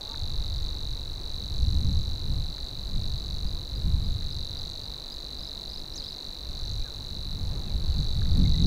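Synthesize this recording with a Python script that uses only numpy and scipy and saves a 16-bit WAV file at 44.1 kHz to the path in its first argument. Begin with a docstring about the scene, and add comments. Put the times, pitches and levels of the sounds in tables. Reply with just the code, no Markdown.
"""A fast dry reel runs throughout, in front of everything else: about 49 times a second, a sharp rising
tick and a rounder note near 4 kHz. A small warbler sings it in a reedbed; each note is a gliding near-sine,
echoed and smeared by the stems. Behind it a second bird chips and slurs, and a water bird hoots far off;
these are gliding near-sines too. A few reeds tick (short filtered noise bursts), and gusts rumble on the
microphone (shaped noise in swells). Under it all lies a soft open-air hush of steadier noise."""
import sys
import numpy as np
from scipy import signal
from scipy.fft import rfft, irfft
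from scipy.io import wavfile
from scipy.ndimage import uniform_filter1d

SR = 44100
rng = np.random.default_rng(int(sys.argv[2]) if len(sys.argv) > 2 else 0)


def output_pcm(signal):
    """Save a mono or channel-first signal as 16-bit PCM at the path in sys.argv[1].

    Samples are clipped to [-1, 1] before scaling.
    """
    pcm = np.clip(np.atleast_2d(signal).T, -1, 1) * 32767
    wavfile.write(sys.argv[1], SR, np.round(pcm).astype(np.int16))


N = 381906  # length in samples
TIME = np.arange(N) / SR  # seconds

# Pace of the reel, steady but for one brief slackening: time_s, pairs_per_s
PACE = [(0.0, 48.9), (0.4, 49.113), (1.5, 48.923), (2.5, 48.985), (2.8, 48.374), (3.05, 48.745),
        (4.7, 49.002), (6.2, 48.968), (6.9, 48.809), (7.4, 48.936), (8.66, 48.807)]
FIRST_TICK_S = .01107
# The round note of each pair: time_s, lag_behind_tick_s, pitch_hz
ROUND_NOTE = [(0.0, .0069, 3915), (0.7, .00707, 3958), (1.15, .00748, 3972), (1.5, .0072, 3980),
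              (3.6, .00706, 3972), (4.6, .00688, 3948), (6.0, .00703, 3985), (7.5, .00713, 3965),
              (8.65, .0069, 3920)]
# Relative loudness as the bird turns its head: time_s, note_level_db, tick_level_db, tick_edge_level_db
REEL_LEVELS = [(0.0, -40, -45, -60.5), (0.92, -40.5, -48.0, -60), (1.12, -42.5, -52.5, -65.0),
               (1.28, -40.5, -47.5, -60.5), (1.88, -40.5, -47, -58), (2.28, -42, -48.5, -63.5),
               (2.64, -41.0, -47, -62), (2.8, -43.0, -50, -66.0), (3.08, -40.5, -46, -60),
               (4.0, -44.0, -50, -65.5), (4.4, -39.5, -45, -58.5), (5.08, -42, -47.5, -62.5),
               (5.6, -40.5, -47, -62.0), (5.92, -43.5, -49.5, -65), (6.04, -40.5, -46, -61),
               (6.48, -43.0, -48, -61.5), (6.72, -40, -46.5, -56), (6.88, -42, -50, -60.5),
               (7.28, -41, -47.0, -63.0), (7.4, -44, -48.5, -61), (7.8, -44.0, -48.5, -63.5),
               (8.0, -38.5, -44.5, -58.5), (8.24, -41.5, -47.5, -62.5), (8.64, -35, -43, -54.5)]

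# Gestures: the path of one note, before any shift in pitch, level or length.
# Columns of each: time_from_centre_s, pitch_hz, level_db
# The reel: thin edge of the tick, body of the tick, round note
EDGE = [(-.0022, 5100, -14), (-.0016, 5750, -1.5), (-.0011, 6250, -2.5), (-.0007, 6550, -5),
        (-.0002, 6750, -22)]
TICK = [(-.0014, 3400, -17), (-.0009, 3850, -11), (-.0005, 4120, -1.7), (-.0001, 4300, 0),
        (.0003, 4490, -1.5), (.0008, 4540, -10), (.0016, 4480, -21)]
NOTE = [(-.0022, 3750, -27), (-.0017, 3820, -10), (-.001, 3910, -1), (-.0005, 3935, 0), (.0005, 3965, -1.5),
        (.0014, 4000, -6.5), (.0026, 4120, -22)]
NOTE_HZ = 3960  # pitch at which the round note's gesture is written
# The second bird: chip, arched note, slur, rising note
CHIP = [(-.016, 4400, -20), (-.006, 4780, -4), (0, 4900, 0), (.006, 4830, -4), (.015, 4450, -20)]
ARCH = [(-.018, 4520, -14), (-.01, 4860, -2), (0, 5120, -2), (.006, 5430, -5), (.011, 4900, -5),
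        (.018, 4370, -20)]
SLUR = [(-.032, 4870, -6), (-.024, 5400, -13), (-.014, 5750, -10), (-.005, 6500, -0.5), (.001, 7600, -12.5),
        (.004, 6100, -1), (.009, 5270, -2), (0.016, 4850, -2), (0.026, 4950, -4), (.034, 4380, -2),
        (.044, 4000, -1)]
RISE = [(-.014, 3100, -15), (-.005, 3450, -1), (.004, 3750, -1), (0.017, 4500, -4)]
# A far water bird's hoot
HOOT = [(-.15, 785, -2), (-.11, 820, -9), (-.06, 846, -4), (-.02, 900, -1), (0, 918, 4.5), (.015, 906, 0),
        (.05, 786, -15)]
# A far bird's falling note
FALL = [(-.03, 1700, -9), (-.008, 1655, 1), (.01, 1500, -2), (.035, 1340, -10)]
# Calls from further off: centre_s, gesture, highest_pitch_hz, level_db (added to the gesture's own)
CALLS_AROUND = [(.137, HOOT, 926, -49), (0.109, HOOT, 1160, -56), (3.19, CHIP, 4900, -47),
                (3.479, CHIP, 4850, -43), (3.765, CHIP, 4830, -42), (4.05, CHIP, 4900, -45),
                (4.325, CHIP, 5000, -43), (4.589, CHIP, 4880, -39), (4.84, CHIP, 4840, -41),
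                (5.125, CHIP, 4960, -38), (5.396, ARCH, 5220, -43), (5.437, ARCH, 5240, -40),
                (5.478, ARCH, 5270, -42), (5.70, ARCH, 5240, -42), (5.742, ARCH, 5270, -40),
                (5.785, ARCH, 5300, -43), (5.915, ARCH, 6200, -53), (5.967, SLUR, 7570, -36),
                (6.04, RISE, 4280, -50), (6.044, ARCH, 5400, -43), (6.066, RISE, 4540, -44.5),
                (6.086, ARCH, 5260, -39), (6.13, ARCH, 5230, -45), (6.825, CHIP, 2450, -54),
                (6.871, FALL, 1690, -53), (7.69, FALL, 2690, -59), (7.93, FALL, 3050, -62),
                (8.458, CHIP, 2170, -46), (8.548, CHIP, 2010, -50), (8.592, CHIP, 2110, -53)]

# Dry ticks in the reeds: start_s, centre_hz, width_hz, decay_s, peak_db
REED_TICKS = [(0.144, 1650, 1100, 0.0016, -34.5), (2.58, 1600, 1000, .003, -42),
              (4.222, 1800, 1000, .003, -44), (4.699, 7700, 3000, .0008, -41),
              (8.217, 1480, 603, 0.0024, -37.5), (8.256, 1600, 790, 0.0016, -41),
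              (8.374, 12000, 7000, .0006, -38)]
# Echoes from the nearest stems: delay_s, level_db
NEAR_STEMS = [(.00161, -15.5), (.0025, -12.5), (.005, -16.5)]

# Wind on the microphone: time_s, low_rumble_level_db, upper_flutter_level_db
WIND_LEVELS = [(0.0, -47, -62), (0.04, -47, -59), (0.29, -31.5, -49.5), (1.44, -38, -51.5),
               (1.68, -25, -39), (1.78, -27.5, -42.5), (1.9, -27.5, -32), (2.21, -35.5, -53.5),
               (2.29, -28.5, -38.5), (2.43, -30, -45.5), (2.55, -42, -53.5), (2.91, -37, -51),
               (2.96, -27.5, -38), (3.23, -36, -52.5), (3.37, -34.5, -40.5), (3.56, -28, -46),
               (3.68, -42, -58.5), (3.85, -26.5, -40.5), (5.01, -46, -57), (5.73, -43.5, -54.5),
               (6.38, -47, -57), (6.5, -34, -50), (6.6, -39.5, -53.5), (6.81, -28, -49), (6.88, -44, -56),
               (7.13, -35.5, -50.5), (7.39, -37.5, -45), (7.44, -28, -42), (7.63, -36.5, -43.5),
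               (8.06, -26, -40), (8.09, -28.5, -42), (8.45, -22, -26), (8.52, -26.5, -36.5),
               (8.64, -21.5, -28)]
BREEZE_DB = -35  # low rumble of a light breeze, against which gusts are reckoned
# Relative level of the open land's low hush: time_s, level_db
LAND_LEVELS = [(0.0, -52), (1.1, -54), (7.39, -54), (7.53, -51.5), (8.4, -53)]

# Noise spectra, relative shape only. Columns of each: frequency_hz, level_db_per_hz
# The wind's buffeting
BUFFET_SPECTRUM = [(35, -18), (58, 3.5), (70, 4.5), (100, 0), (130, -4), (155, -22), (260, -58)]
# The wind's deep rumble
RUMBLE_SPECTRUM = [(8, -3.5), (20, 9), (35, -2.5), (58, 1.5), (75, -22.5), (130, -63)]
# The smallest eddies of the wind
FLUTTER_SPECTRUM = [(90, -36), (130, -1), (150, 3), (185, -.5), (215, -6.5), (250, -10.5), (350, -20.5),
                    (600, -38), (1500, -78)]
# The open-air hush
HUSH_SPECTRUM = [(30, 6.5), (120, -15), (250, 0.5), (500, -3.5), (1000, -9.5), (1500, -15.5), (2500, -20.5),
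                 (3300, -21.5), (6000, -21), (8000, -25.5), (10000, -27), (13000, -27), (16000, -28.5)]
TOP_HZ = 15600  # the recorder's upper limit


def undb(db):
    """Turn decibels into a gain to multiply by."""
    return 10 ** (np.asarray(db) / 20)


def curves(table, at):
    """Join each column of a table by straight lines and read it at the given times."""
    times, *columns = np.transpose(table)
    return [np.interp(at, times, column) for column in columns]


def add(out, start_s, sound):
    """Mix a sound in from a start time, dropping whatever falls outside the scene."""
    i = int(round(start_s * SR))
    part = sound[max(-i, 0):max(N - i, 0)]
    out[max(i, 0):max(i, 0) + len(part)] += part


def walk(rate):
    """A random curve of spread 1 with `rate` new random points a second, joined by straight lines."""
    points = rng.standard_normal(int(TIME[-1] * rate) + 2)
    curve = np.interp(TIME * rate, np.arange(len(points)), points)
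    return curve / curve.std()


def noise(spectrum):
    """Noise of rms 1, shaped to a spectrum and silent above its last point."""
    hz, db = np.transpose(spectrum)
    f = np.maximum(np.fft.rfftfreq(N, 1 / SR), 1)
    shape = undb(np.interp(np.log(f), np.log(hz), db, right=-np.inf))
    shaped = irfft(rfft(rng.standard_normal(N)) * shape, N)
    return shaped / shaped.std()


def whistle(gesture, ratio, overtone_db, stretch=1):
    """One note of a bird's voice organ: a gliding sine and its octave; returns start offset and sound."""
    t = np.arange(gesture[0][0] * stretch, gesture[-1][0] * stretch, 1 / SR)
    hz, db = curves(gesture, t / stretch)
    phase = 2 * np.pi * np.cumsum(hz * ratio) / SR
    octave = undb(overtone_db) * np.sin(2 * phase)
    return t[0], undb(db) * (np.sin(phase) + octave)


def warbler(tick_db=17.0, note_db=12.5, edge_db=18, overtone_db=-33, scatter_db=0.84,
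            timing_s=.00012, pitch_spread=0.0048, edge_spread=0.028):  # pitch spreads are fractions
    """The reel: the bird's voice sweeps up in edge and tick, then gives the round note, varying each pair."""
    pairs = np.cumsum(curves(PACE, TIME)[0]) / SR
    beats = np.interp(np.arange(int(pairs[-1]) + 1), pairs, TIME) + FIRST_TICK_S
    chance = rng.standard_normal((len(beats), 8))
    usual_lag = np.median(np.array(ROUND_NOTE)[:, 1])
    rows = zip(beats, *curves(ROUND_NOTE, beats), *curves(REEL_LEVELS, beats), chance)
    song = np.zeros(N)
    for beat, lag, note_hz, note_level, tick_level, edge_level, c in rows:
        tick_s = beat + timing_s * c[0]
        note_s = tick_s + lag + timing_s * c[4]
        drawn_out = (lag / usual_lag) ** 2  # a later round note is also longer, and so purer
        edge_ratio = 1 + edge_spread * c[7]
        tick_ratio = 1 + pitch_spread * c[1]
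        note_ratio = note_hz / NOTE_HZ + pitch_spread * c[5]
        parts = [(EDGE, tick_s, edge_ratio, edge_level + edge_db + scatter_db * c[2], 1),
                 (TICK, tick_s, tick_ratio, tick_level + tick_db + scatter_db * c[3], 1),
                 (NOTE, note_s, note_ratio, note_level + note_db + scatter_db * c[6], drawn_out)]
        for gesture, centre_s, ratio, db, stretch in parts:
            offset_s, sound = whistle(gesture, ratio, overtone_db, stretch)
            add(song, centre_s + offset_s, undb(db) * sound)
    heard = song + reedbed(song, t60=.11, wet_db=-14.5, sway_rate=1.5)
    # the nearest stems repeat every note within a few milliseconds, which ripples its spectrum
    for delay_s, db in NEAR_STEMS:
        add(heard, delay_s, undb(db) * song)
    return heard


def reedbed(dry_sound, t60, wet_db, sway_rate=3):
    """Countless stems scatter sound into a short tail; as they sway, its six echo patterns come and go."""
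    t = np.arange(int(t60 * SR)) / SR  # t60: seconds for the tail to fall by 60 dB
    fade = np.exp(-np.log(1000) * t / t60) * np.minimum(t / 0.0037, 1)  # builds up over 3.7 ms
    tail = 0
    for _ in range(6):
        echoes = rng.standard_normal(len(t)) * fade
        echoes = echoes / np.linalg.norm(echoes)
        tail = tail + walk(sway_rate) * signal.fftconvolve(dry_sound, echoes)[:N]
    return undb(wet_db) * tail / np.sqrt(6)


def neighbours():
    """Other birds deeper in the reeds: gliding notes with a longer scattered tail."""
    calls = np.zeros(N)
    for centre_s, gesture, top_hz, db in CALLS_AROUND:
        ratio = top_hz / np.array(gesture)[:, 1].max()
        offset_s, sound = whistle(gesture, ratio, overtone_db=-33)
        add(calls, centre_s + offset_s, undb(db) * sound)
    return calls + reedbed(calls, t60=0.38, wet_db=-13)


def reed_ticks():
    """Dry stems tick: each is a very short noise burst through one broad resonance."""
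    out = np.zeros(N)
    t = np.arange(SR // 20) / SR
    for start_s, hz, width, decay, db in REED_TICKS:
        edges = [max(hz - width / 2, 100), min(hz + width / 2, .45 * SR)]
        band = signal.butter(4, edges, "band", fs=SR, output="sos")
        burst = signal.sosfilt(band, rng.standard_normal(len(t)) * np.exp(-t / decay))
        add(out, start_s, undb(db) * burst / abs(burst).max())
    return out


def wind(rumble_db=-33.5, buffet_db=-38.8, flutter_db=0, rumble_growth=0.88, buffet_growth=1.26,
         lumpy_db=2.5, lump_rate=24):  # growth: dB per dB of gust; lump_rate: random points per second
    """Gusts press unevenly on the microphone; buffeting grows faster than rumble, and small eddies flutter."""
    low_db, upper_db = curves(WIND_LEVELS, TIME)
    gust_db = low_db - BREEZE_DB
    sizes = [(RUMBLE_SPECTRUM, rumble_db + rumble_growth * gust_db),
             (BUFFET_SPECTRUM, buffet_db + buffet_growth * gust_db),
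             (FLUTTER_SPECTRUM, flutter_db + upper_db)]
    out = np.zeros(N)
    for spectrum, db in sizes:
        lumps = undb(db + lumpy_db * walk(lump_rate))
        out += lumps * eddies(spectrum)
    return out


def eddies(spectrum, steady_s=0.14):
    """Turbulence as noise with its slow swells evened out, so that the wind's levels set its strength."""
    rough = noise(spectrum)
    local_power = uniform_filter1d(rough ** 2, int(steady_s * SR))
    return rough / np.sqrt(local_power)


def air(hush_db=5, hiss_db=-47.5, split_hz=2200, flicker_db=.5, gust_lift=0.11):  # lift: dB per dB of gust
    """The open land's low hush, and a smooth high hiss that swells a little in the stronger gusts."""
    swell_db = gust_lift * np.maximum(curves(WIND_LEVELS, TIME)[0] - BREEZE_DB, 0)
    low_pass = signal.butter(2, split_hz, "low", fs=SR, output="sos")
    high_pass = signal.butter(2, split_hz, "high", fs=SR, output="sos")
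    hush = signal.sosfilt(low_pass, noise(HUSH_SPECTRUM))
    hiss = signal.sosfilt(high_pass, noise(HUSH_SPECTRUM))
    hush_level_db = curves(LAND_LEVELS, TIME)[0] + hush_db + flicker_db * walk(9)
    return hush * undb(hush_level_db) + hiss * undb(hiss_db + swell_db)


def scene():
    """Add up all the sounds at one microphone, as a single channel."""
    return (warbler() + neighbours() + reed_ticks() + wind() + air())[None]


def record(dry):
    """The recorder cuts the top: a steep low-pass filter removes the highest treble."""
    low_pass = signal.ellip(10, .1, 90, TOP_HZ, fs=SR, output="sos")
    return signal.sosfilt(low_pass, dry)


dry = scene()
out = record(dry)
output_pcm(out)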